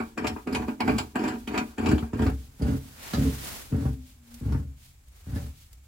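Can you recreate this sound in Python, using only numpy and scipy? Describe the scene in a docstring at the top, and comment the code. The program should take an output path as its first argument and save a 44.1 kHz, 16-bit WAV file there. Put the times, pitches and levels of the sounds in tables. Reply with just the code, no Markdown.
"""Loose steel clacks at once, close to the microphone: a gloved hand spins a nut down a threaded spigot
onto the bracket of a spare wheel. Knocks and the sticking, slipping thread drive the modes of the wheel;
as the nut seats, the bracket is clamped and the turns slow and dull to rumbles.
A jacket sleeve swishes close by as shaped noise, with a sliding glove, small dry ticks and a brief faint hum.
Behind them lies a faint low outdoor rumble of slowly swelling noise."""
import sys
import numpy as np
from scipy import signal
from scipy.fft import rfft, irfft, next_fast_len
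from scipy.io import wavfile
from scipy.ndimage import uniform_filter1d

SR = 44100
rng = np.random.default_rng(int(sys.argv[2]) if len(sys.argv) > 2 else 0)


def bounce(signal):
    """Save signal as a 16-bit WAV file at the path given by the first command-line argument."""
    frames = np.transpose(np.atleast_2d(signal))
    limited = np.clip(frames, -1, 1)
    pcm = np.round(limited * 32767).astype(np.int16)
    wavfile.write(sys.argv[1], SR, pcm)


N = 258867
TIME = np.arange(N) / SR
EDGE_HZ = 16000

# the bracket strikes the wheel, levels before each register's gain: (t/s, thud/dB, clank/dB, tick/dB)
KNOCKS = [(0.002, -17, -32.5, -55), (0.178, -21, -32, -43.5), (0.245, -19, -27, -46.5),
          (0.27, -31, -32.5, -34.5), (0.364, -26, -40.5, -73), (0.473, -14, -35, -50),
          (0.528, -18, -33.5, -43.5), (0.549, -15, -26.5, -36.5), (0.621, -26, -40.5, -54),
          (0.683, -14, -32, -50), (0.805, -17.5, -25.5, -38.5), (0.879, -14.5, -25, -44),
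          (0.895, -11.5, -32, -49), (0.984, -20, -26, -31), (1.157, -15, -25.5, -41.5),
          (1.193, -22, -46, -51), (1.239, -19, -29.5, -45), (1.281, -30, -34, -43),
          (1.476, -21.5, -37, -42), (1.544, -27, -29, -47), (1.578, -16.5, -25.5, -36.5),
          (1.782, -21.5, -32.5, -45), (1.861, -40, -32, -40.5), (1.889, -12, -31.5, -39),
          (1.915, -15, -27.5, -41), (1.93, -7.5, -54, -56), (1.981, -33, -37, -48.5),
          (2.026, -20.5, -41.5, -68), (2.133, -17, -38, -54.5), (2.194, -21, -37.5, -50),
          (2.221, -14, -35, -50.5), (2.266, -13, -32, -49.5), (2.288, -22.5, -43.5, -66),
          (2.622, -12.5, -45, -50), (2.683, -26, -50, -55), (3.136, -16, -31, -38),
          (3.182, -11.5, -56, -64), (3.259, -16.5, -41, -63), (3.724, -16, -43, -62),
          (3.744, -12, -44.5, -72), (3.855, -13, -45, -67), (4.524, -18.5, -42, -54),
          (4.549, -18, -41.5, -70), (5.361, -23.5, -43.5, -53)]
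# turns of the nut, levels before gain: (start t/s, push length/s, boom/dB, ring/dB, clank/dB, sleeve/dB)
TURNS = [(-0.1, 0.095, -37.5, -29, -41, -84), (0.167, 0.16, -37.5, -32, -37.5, -75),
         (0.47, 0.17, -36.5, -28, -35.5, -65), (0.816, 0.19, -30.5, -25.5, -35, -59),
         (1.161, 0.2, -43.5, -26, -31.5, -67), (1.479, 0.14, -40.5, -28, -33.5, -64),
         (1.782, 0.18, -30, -24.5, -32, -61), (2.143, 0.19, -29, -26.5, -41, -60.5),
         (2.593, 0.16, -26.5, -25, -38.5, -61), (3.133, 0.16, -25.5, -23.5, -48, -67),
         (3.715, 0.2, -28.5, -29, -44.5, -59.5), (4.403, 0.23, -24.5, -33.5, -48, -64.5),
         (5.257, 0.21, -30.5, -38.5, -47.5, -58.5)]
NEXT_STARTS = [turn[0] for turn in TURNS[1:]] + [N / SR]
# strength of the stereo side signal, as reflected from the sides: (f/Hz, level/dB)
SIDE_STRENGTH = [(130, -30), (280, -13), (500, -3), (1000, 1), (2000, -.5)]
# the four registers boom, ring, clank and tick: (low f/Hz, high f/Hz)
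REGISTERS = [(46, 170), (170, 550), (550, 3000), (3000, 17000)]


def amp(db):
    """Decibels to gain."""
    return 10 ** (np.asarray(db) / 20)


def unit(x):
    """Scales to rms 1."""
    return x / np.sqrt(np.mean(x ** 2) + 1e-20)


def read(points, hz):
    """Reads a table on a log-frequency axis."""
    f, value = np.transpose(points)
    return np.interp(np.log(hz + 1), np.log(f + 1), value)


def add(mix, s, sound):
    """Mixes a sound in at time s."""
    part = mix[max(round(s * SR), 0):][:len(sound)]
    part += sound[:len(part)]


def tint(x, spectrum):
    """Filters a signal by a smooth spectrum."""
    size = next_fast_len(x.shape[-1])
    gain = amp(read(spectrum, np.fft.rfftfreq(size, 1 / SR)))
    return irfft(rfft(x, size) * gain, size)[..., :x.shape[-1]]


def wander(per_s):
    """Smooth chance of rms 1 that changes about per_s times a second."""
    points = rng.standard_normal(8192)
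    return unit(np.interp(TIME * per_s, np.arange(len(points)), points))


def slide(curve):
    """Gain along a level curve, silent outside it."""
    return amp(np.interp(TIME, *np.transpose(curve), left=-np.inf, right=-np.inf))


def air(gain_db=-2.0, swell_db=2, lowest_hz=35, rumble_hz=150):
    """Distant low rumble that swells and sinks, nearly alike at both ears, with a faint steady hiss."""
    # still air: (f/Hz, level/dB per Hz), shape only
    air_colour = [(12, -37), (20, 4.5), (65, 11), (365, -34), (843, -57), (1110, -33), (1950, -75),
                  (2180, -24.5), (3500, -59), (7440, -27), (15800, -71)]
    air_db = -51.5 + gain_db
    mid, side = (unit(tint(rng.standard_normal(N), air_colour)) for _ in range(2))
    rumble = signal.filtfilt(*signal.butter(2, rumble_hz, fs=SR), mid)
    mid = mid + rumble * (amp(swell_db * wander(9)) - 1)
    side = tint(side, SIDE_STRENGTH)
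    highpass = signal.butter(2, lowest_hz, "high", fs=SR)
    return signal.lfilter(*highpass, [mid + side, mid - side]) * amp(air_db)


def swish(level, colour, gain_db, crinkle_db=1.2, lean_db=0.2):
    """Cloth slides along: countless fibres catch, in small clumps."""
    fibres = rng.standard_normal((2, N)) * amp(crinkle_db * wander(90))
    return unit(tint(fibres, colour)) * level * amp(gain_db + np.array([[-lean_db], [lean_db]]))


def glove():
    """The glove slides off the wheel with a duller sound than the sleeve."""
    # course of the slide, before gain: (t/s, level/dB)
    slide_level = [(2.96, -56), (3.04, -46.5), (3.25, -44.5), (3.4, -68)]
    # spectrum of its rubbing, shape only: (f/Hz, level/dB per Hz)
    glove_colour = [(150, -15), (450, 4), (2500, 5), (7800, -6), (9500, -29)]
    return swish(slide(slide_level), glove_colour, gain_db=-1.0)


def swings(rows):
    """Speed of the arm over smooth swings (middle s, half length s, dB)."""
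    t = TIME[::64]  # slow enough to compute coarsely
    power = sum(amp(db) ** 2 * np.exp(-np.minimum(((t - s) / width) ** 2, 20)) for s, width, db in rows)
    return np.interp(TIME, t, np.sqrt(power))


def sleeve():
    """The sleeve swings forward with each push and back in each pause; once the arm draws right away."""
    # cloth on the forward swing, shape only: (f/Hz, level/dB per Hz)
    cloth_colour = [(180, -2), (300, -3), (493, -5), (853, -5), (1090, -6.5), (1380, -5.5), (1890, -6.5),
                    (15800, -10.5)]
    # the thinner swish of the swing back, shape only: (f/Hz, level/dB per Hz)
    return_colour = [(300, -24), (1500, -7.5), (3200, -1), (7500, -4), (15800, -5.5)]
    # the arm shifts its grip in the longer pauses, before gain: (middle t/s, half length/s, level/dB)
    regrips = [(2.85, 0.23, -62), (4.355, 0.068, -62.5), (5.18, 0.041, -66), (5.72, 0.049, -72)]
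    # long swish as the arm draws back from the wheel, before gain: (t/s, level/dB)
    withdrawal = [(2.93, -72), (3.038, -51.5), (3.397, -49.5), (3.472, -45.5), (3.6, -49.5), (3.7, -60.5),
                  (3.85, -72)]
    # the sleeve never quite rests; these levels too are before gain
    crest_s, width_s, rest_db = 0.13, 0.085, -74
    return_share, return_width_s, return_db = 0.35, 0.052, -63  # share of the pause before the swing back
    pushes = [(turn[0] + crest_s, width_s, turn[5]) for turn in TURNS]
    forward = swings(pushes + list(regrips))
    ends = np.array([turn[0] + turn[1] for turn in TURNS])
    return_times = ends + return_share * (NEXT_STARTS - ends)
    back = swings([(s, return_width_s, return_db) for s in return_times])
    speed = np.sqrt(forward ** 2 + slide(withdrawal) ** 2 + amp(rest_db) ** 2)
    return swish(speed, cloth_colour, gain_db=9.0) + swish(back, return_colour, gain_db=7)


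def ticks(fade_s=0.0062):
    """Tiny crisp ticks from the jacket: short dry noise snaps with no low end."""
    # snaps, before the high-pass: (t/s, level/dB)
    snaps = [(4.342, -43), (4.401, -52.5), (5.083, -57.5), (5.73, -48.5)]
    out, t = np.zeros(N), TIME[:SR // 20]
    for s, db in snaps:
        add(out, s, amp(db) * np.exp(-t / fade_s) * rng.standard_normal(len(t)))
    return signal.lfilter(*signal.butter(2, REGISTERS[3][0], "high", fs=SR), out)


def hum(gain_db=-7.5, waver_db=2):
    """A faint low sine between two late turns; its level wavers and its pitch sags."""
    # course of the tone, before gain: (t/s, f/Hz, level/dB)
    tone = [(3.98, 259, -37), (4.14, 255, -60), (4.222, 235, -54.5), (4.38, 238, -39.5)]
    s, hz, db = np.transpose(tone)
    level_db = np.interp(TIME, s, db, left=-np.inf, right=-np.inf) + gain_db + waver_db * wander(14)
    level = uniform_filter1d(amp(level_db), SR // 20)
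    phase = 2 * np.pi * np.cumsum(np.interp(TIME, s, hz)) / SR
    return level * np.sqrt(2) * np.sin(phase)


def turn_number():
    """Which turn of the nut is under way at each moment, counted from just before its start."""
    return np.searchsorted([turn[0] for turn in TURNS], TIME + .05)


def effort(axis, swell_db, sag_db_per_s, release_s, linger, linger_s):
    """Level of the turns in one register: each catches, swells, sags and is released, leaving a faint rattle."""
    catch_s, crest_s = 0.0093, 0.091
    settle_s = 0.045  # the rattle dies away as the fingers take hold for the next turn
    now = np.searchsorted(NEXT_STARTS, TIME, side="right")
    columns = np.transpose(TURNS)
    t, length = TIME - columns[0][now], columns[1][now]
    swell = -swell_db * np.maximum(1 - t / crest_s, 0)
    sag = -sag_db_per_s * np.maximum(np.minimum(t, length) - crest_s, 0)
    after = np.maximum(t - length, 0)
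    release = (np.exp(-after / release_s) + linger * np.exp(-after / linger_s)) / (1 + linger)
    until_next = np.take(NEXT_STARTS, now) - TIME
    grip = np.clip(np.minimum(t / catch_s, until_next / settle_s), 0, 1)
    return amp(columns[axis][now] + swell + sag) * release * grip


def grind(level, gain_db, rub, lumpy_db, slips_per_s):
    """Force of the turning thread: it sticks and slips at uneven moments, and rubs in between."""
    moment, size, way = rng.random((4096, 3)).T
    at = ((np.arange(len(moment)) + moment) * SR / slips_per_s).astype(int)
    slips = np.bincount(at, np.sign(way - .5) * amp(lumpy_db * (2 * size - 1)), N)[:N]
    return level * amp(gain_db) * unit(unit(slips) + rub * rng.standard_normal(N))


def blows(levels, gain_db, contact, rise_s, chatter_s, tail, tail_s, colour_db=4.0):
    """Force of the knocks: the steel scrapes up to a contact, chatters and leaves a weak scattered tail."""
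    lead = SR // 40  # samples of scrape before the contact
    force, t = np.zeros(N), TIME[:SR // 4] - TIME[lead]
    fade = np.exp(-abs(t) / chatter_s) + tail * np.exp(-abs(t) / tail_s)
    fade *= np.exp(np.minimum(t, 0) / rise_s)
    hz = np.geomspace(500, EDGE_HZ, 20)
    for row, db in zip(KNOCKS, levels):
        # each knock lands on another spot and so has its own colour
        spot = np.transpose([hz, colour_db * rng.standard_normal(len(hz))])
        blow = tint(fade * rng.standard_normal(len(t)), spot)
        blow[lead] += contact * np.linalg.norm(blow)
        blow *= amp(db + gain_db) * np.sqrt(SR / 100) / np.linalg.norm(blow)
        # a scrape that would begin before time zero is cut off there
        add(force, row[0] + t[0], blow[max(lead - round(row[0] * SR), 0):])
    return force


def steel(modes, body, body_db, band):
    """Causal impulse response of one register: sharp modes standing on a dense body, energy 1."""
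    # ring time of the modes: (f/Hz, t60/s)
    ring_time = [(70, 0.42), (250, 0.22), (800, 0.13), (2400, 0.028), (7000, 0.0048)]
    # how unevenly the countless weak modes fill the body: (f/Hz, rms level/dB)
    unevenness = [(500, 0.6), (1200, 2), (5000, 5)]
    taps = 16384
    bins = np.fft.rfftfreq(taps, 1 / SR)
    ripple = rng.standard_normal(len(bins))
    ripple = unit(uniform_filter1d(uniform_filter1d(ripple, size=14), size=14))
    dense = amp(read(body, bins) + read(unevenness, bins) * ripple) ** 2
    power = amp(body_db) ** 2 * dense / dense.sum()
    for hz, db in modes:
        half_width = np.log(1000) / (2 * np.pi * read(ring_time, hz))
        # a resonance peak with its far skirts cut away
        peak = 1 / (1 + ((bins - hz) / half_width) ** 2) / (1 + ((bins - hz) / (hz / 4)) ** 4)
        power = power + amp(db) ** 2 * peak / peak.sum()
    power = power / (1 + (band[0] / (bins + 1)) ** 10) / (1 + (bins / band[1]) ** 10)
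    # folding the cepstrum gives minimum phase: the response starts at once
    cepstrum = irfft(np.log(power / power.max() + 1e-10) / 2)
    cepstrum[1:taps // 2] *= 2
    cepstrum[taps // 2 + 1:] = 0
    response = irfft(np.exp(rfft(cepstrum)))[:taps // 2]
    return response / np.linalg.norm(response)


def shaken(force, modes, body, body_db, band, shift_db=2.0, modes_db=-1.0, count=3):
    """The bracket rests differently from turn to turn, in a cycle of rests, so other modes stand out."""
    rest_now, sound = turn_number() % count, np.zeros(N)
    for rest in range(count):
        shifted = [(hz, db + modes_db + shift_db * rng.uniform(-0.93, 1)) for hz, db in modes]
        sound += signal.oaconvolve(force * (rest_now == rest), steel(shifted, body, body_db, band))[:N]
    return sound


def wheel(loose_db=-32, clamped_db=-30, seating_s=2.13, seated_s=2.36):
    """Knocks and grinding drive the wheel; its loose modes give way to clamped ones as the nut seats."""
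    # modes of wheel and bracket, before their shift at each rest: (f/Hz, level/dB)
    loose_modes = [(228.8, -31), (255.7, -33.5), (305.5, -36), (356.6, -47), (403.7, -43), (433.4, -41.5),
                   (608.3, -48.5), (741.5, -44), (854.6, -48.5), (923.2, -48), (977.1, -46),
                   (1134.5, -49.5), (1266.4, -53), (1419.8, -50.5), (1549.0, -54.5), (1601.5, -49),
                   (2355.2, -51.5), (2453.4, -53.5), (2718.6, -61), (4614.8, -62), (5005.1, -89),
                   (7280.9, -62.5)]
    clamped_modes = [(66, -33), (134, -40), (230, -45), (269, -43), (355, -61.5), (436, -55.5),
                     (463, -63.5), (576, -60.5), (775, -64)]
    # dense, quickly damped response between the modes, shape only: (f/Hz, level/dB per Hz)
    loose_body = [(21, -47.5), (35, -24), (70, 3.5), (171, -6.5), (244, -1), (440, -8.5), (500, -16),
                  (753, -15), (1320, -18.5), (2380, -22), (3680, -39.5), (4510, -37.5), (5260, -42),
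                  (7530, -47), (15800, -54)]
    clamped_body = [(18, -60), (30, -60), (69, 9.5), (134, 0.5), (183, -9), (264, -8.5), (344, -25.5),
                    (459, -27), (645, -32), (775, -29.5), (1210, -34), (1450, -31), (2950, -48.5),
                    (15800, -66)]
    # the tighter the nut, the more a knock moves the whole wheel: (t/s, boom level above the thud/dB, before gain)
    boom_share = [(1.6, -30), (1.9, -12), (2.25, -9.5), (3.1, -11)]
    s, ring, clank, tick = np.transpose(KNOCKS)
    boom = ring + np.interp(s, *np.transpose(boom_share))
    heave = effort(axis=2, swell_db=6.5, sag_db_per_s=43, release_s=0.027, linger=0.16, linger_s=0.2)
    judder = effort(axis=3, swell_db=5, sag_db_per_s=69.5, release_s=0.025, linger=0.12, linger_s=0.24)
    scrape = effort(axis=4, swell_db=9, sag_db_per_s=81.5, release_s=0.0083, linger=0.29, linger_s=0.29)
    snap_s = .0016  # the treble of a contact rises fastest
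    forces = [
        blows(boom, gain_db=2.5, contact=3.3, rise_s=0.0091, chatter_s=0.0038, tail=0.112, tail_s=0.031)
        + grind(heave, gain_db=0.0, rub=0.48, lumpy_db=0.5, slips_per_s=55),
        blows(ring, gain_db=-8, contact=2.05, rise_s=0.016, chatter_s=0.044, tail=0.15, tail_s=0.041)
        + grind(judder, gain_db=-1.0, rub=0.43, lumpy_db=2, slips_per_s=70),
        blows(clank, gain_db=-1.0, contact=0.096, rise_s=2 * snap_s, chatter_s=0.025, tail=0.13, tail_s=0.019)
        + grind(scrape, gain_db=-6.5, rub=1, lumpy_db=1, slips_per_s=200),
        blows(tick, gain_db=3.0, contact=0.23, rise_s=snap_s, chatter_s=0.011, tail=0.21, tail_s=0.026)
        + grind(scrape, gain_db=-17, rub=1.7, lumpy_db=-4, slips_per_s=280)]
    # equal-power crossfade from loose to clamped
    clamp = np.clip((TIME - seating_s) / (seated_s - seating_s), 0, 1) * np.pi / 2
    sound = np.zeros(N)
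    for force, band in zip(forces, REGISTERS):
        sound += shaken(force * np.cos(clamp), loose_modes, loose_body, loose_db, band)
        sound += shaken(force * np.sin(clamp), clamped_modes, clamped_body, clamped_db, band)
    return sound


def spread(x, fade_s=0.0051, lean_db=0.22, count=5):
    """The low tones reach the right ear first; quick reflections off the rim and the moving arm widen the rest."""
    lag_s, shadow_hz = .0002, 600
    t, turn, side = TIME[:SR // 10], turn_number(), np.zeros(N)
    for pose in range(count):
        echoes = rfft(rng.standard_normal(len(t)) * np.exp(-t / fade_s))
        # even out the echo spectrum
        echoes = irfft(echoes / np.sqrt(uniform_filter1d(abs(echoes) ** 2, size=12)))
        side += signal.oaconvolve(x * (turn % count == pose), echoes[:len(t) // 2])[:N]
    # subtracting the slope of the lows delays them on the left and advances them on the right
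    lows = signal.filtfilt(*signal.butter(2, shadow_hz, fs=SR), x)
    side = tint(side, SIDE_STRENGTH) - np.gradient(lows) * SR * lag_s / 2
    return np.array([(x + side) * amp(lean_db), (x - side) * amp(-lean_db)])


def scene():
    """Wheel, hum and ticks spread in stereo, with sleeve, glove and open air."""
    return spread(wheel() + hum() + ticks()) + sleeve() + glove() + air()


def record(dry):
    """The recorder's band limit, a linear-phase low-pass."""
    lowpass = signal.firwin(511, EDGE_HZ, window=("kaiser", 9), fs=SR)
    return signal.oaconvolve(dry, lowpass[None], "same", axes=1)


dry = scene()
out = record(dry)
bounce(out)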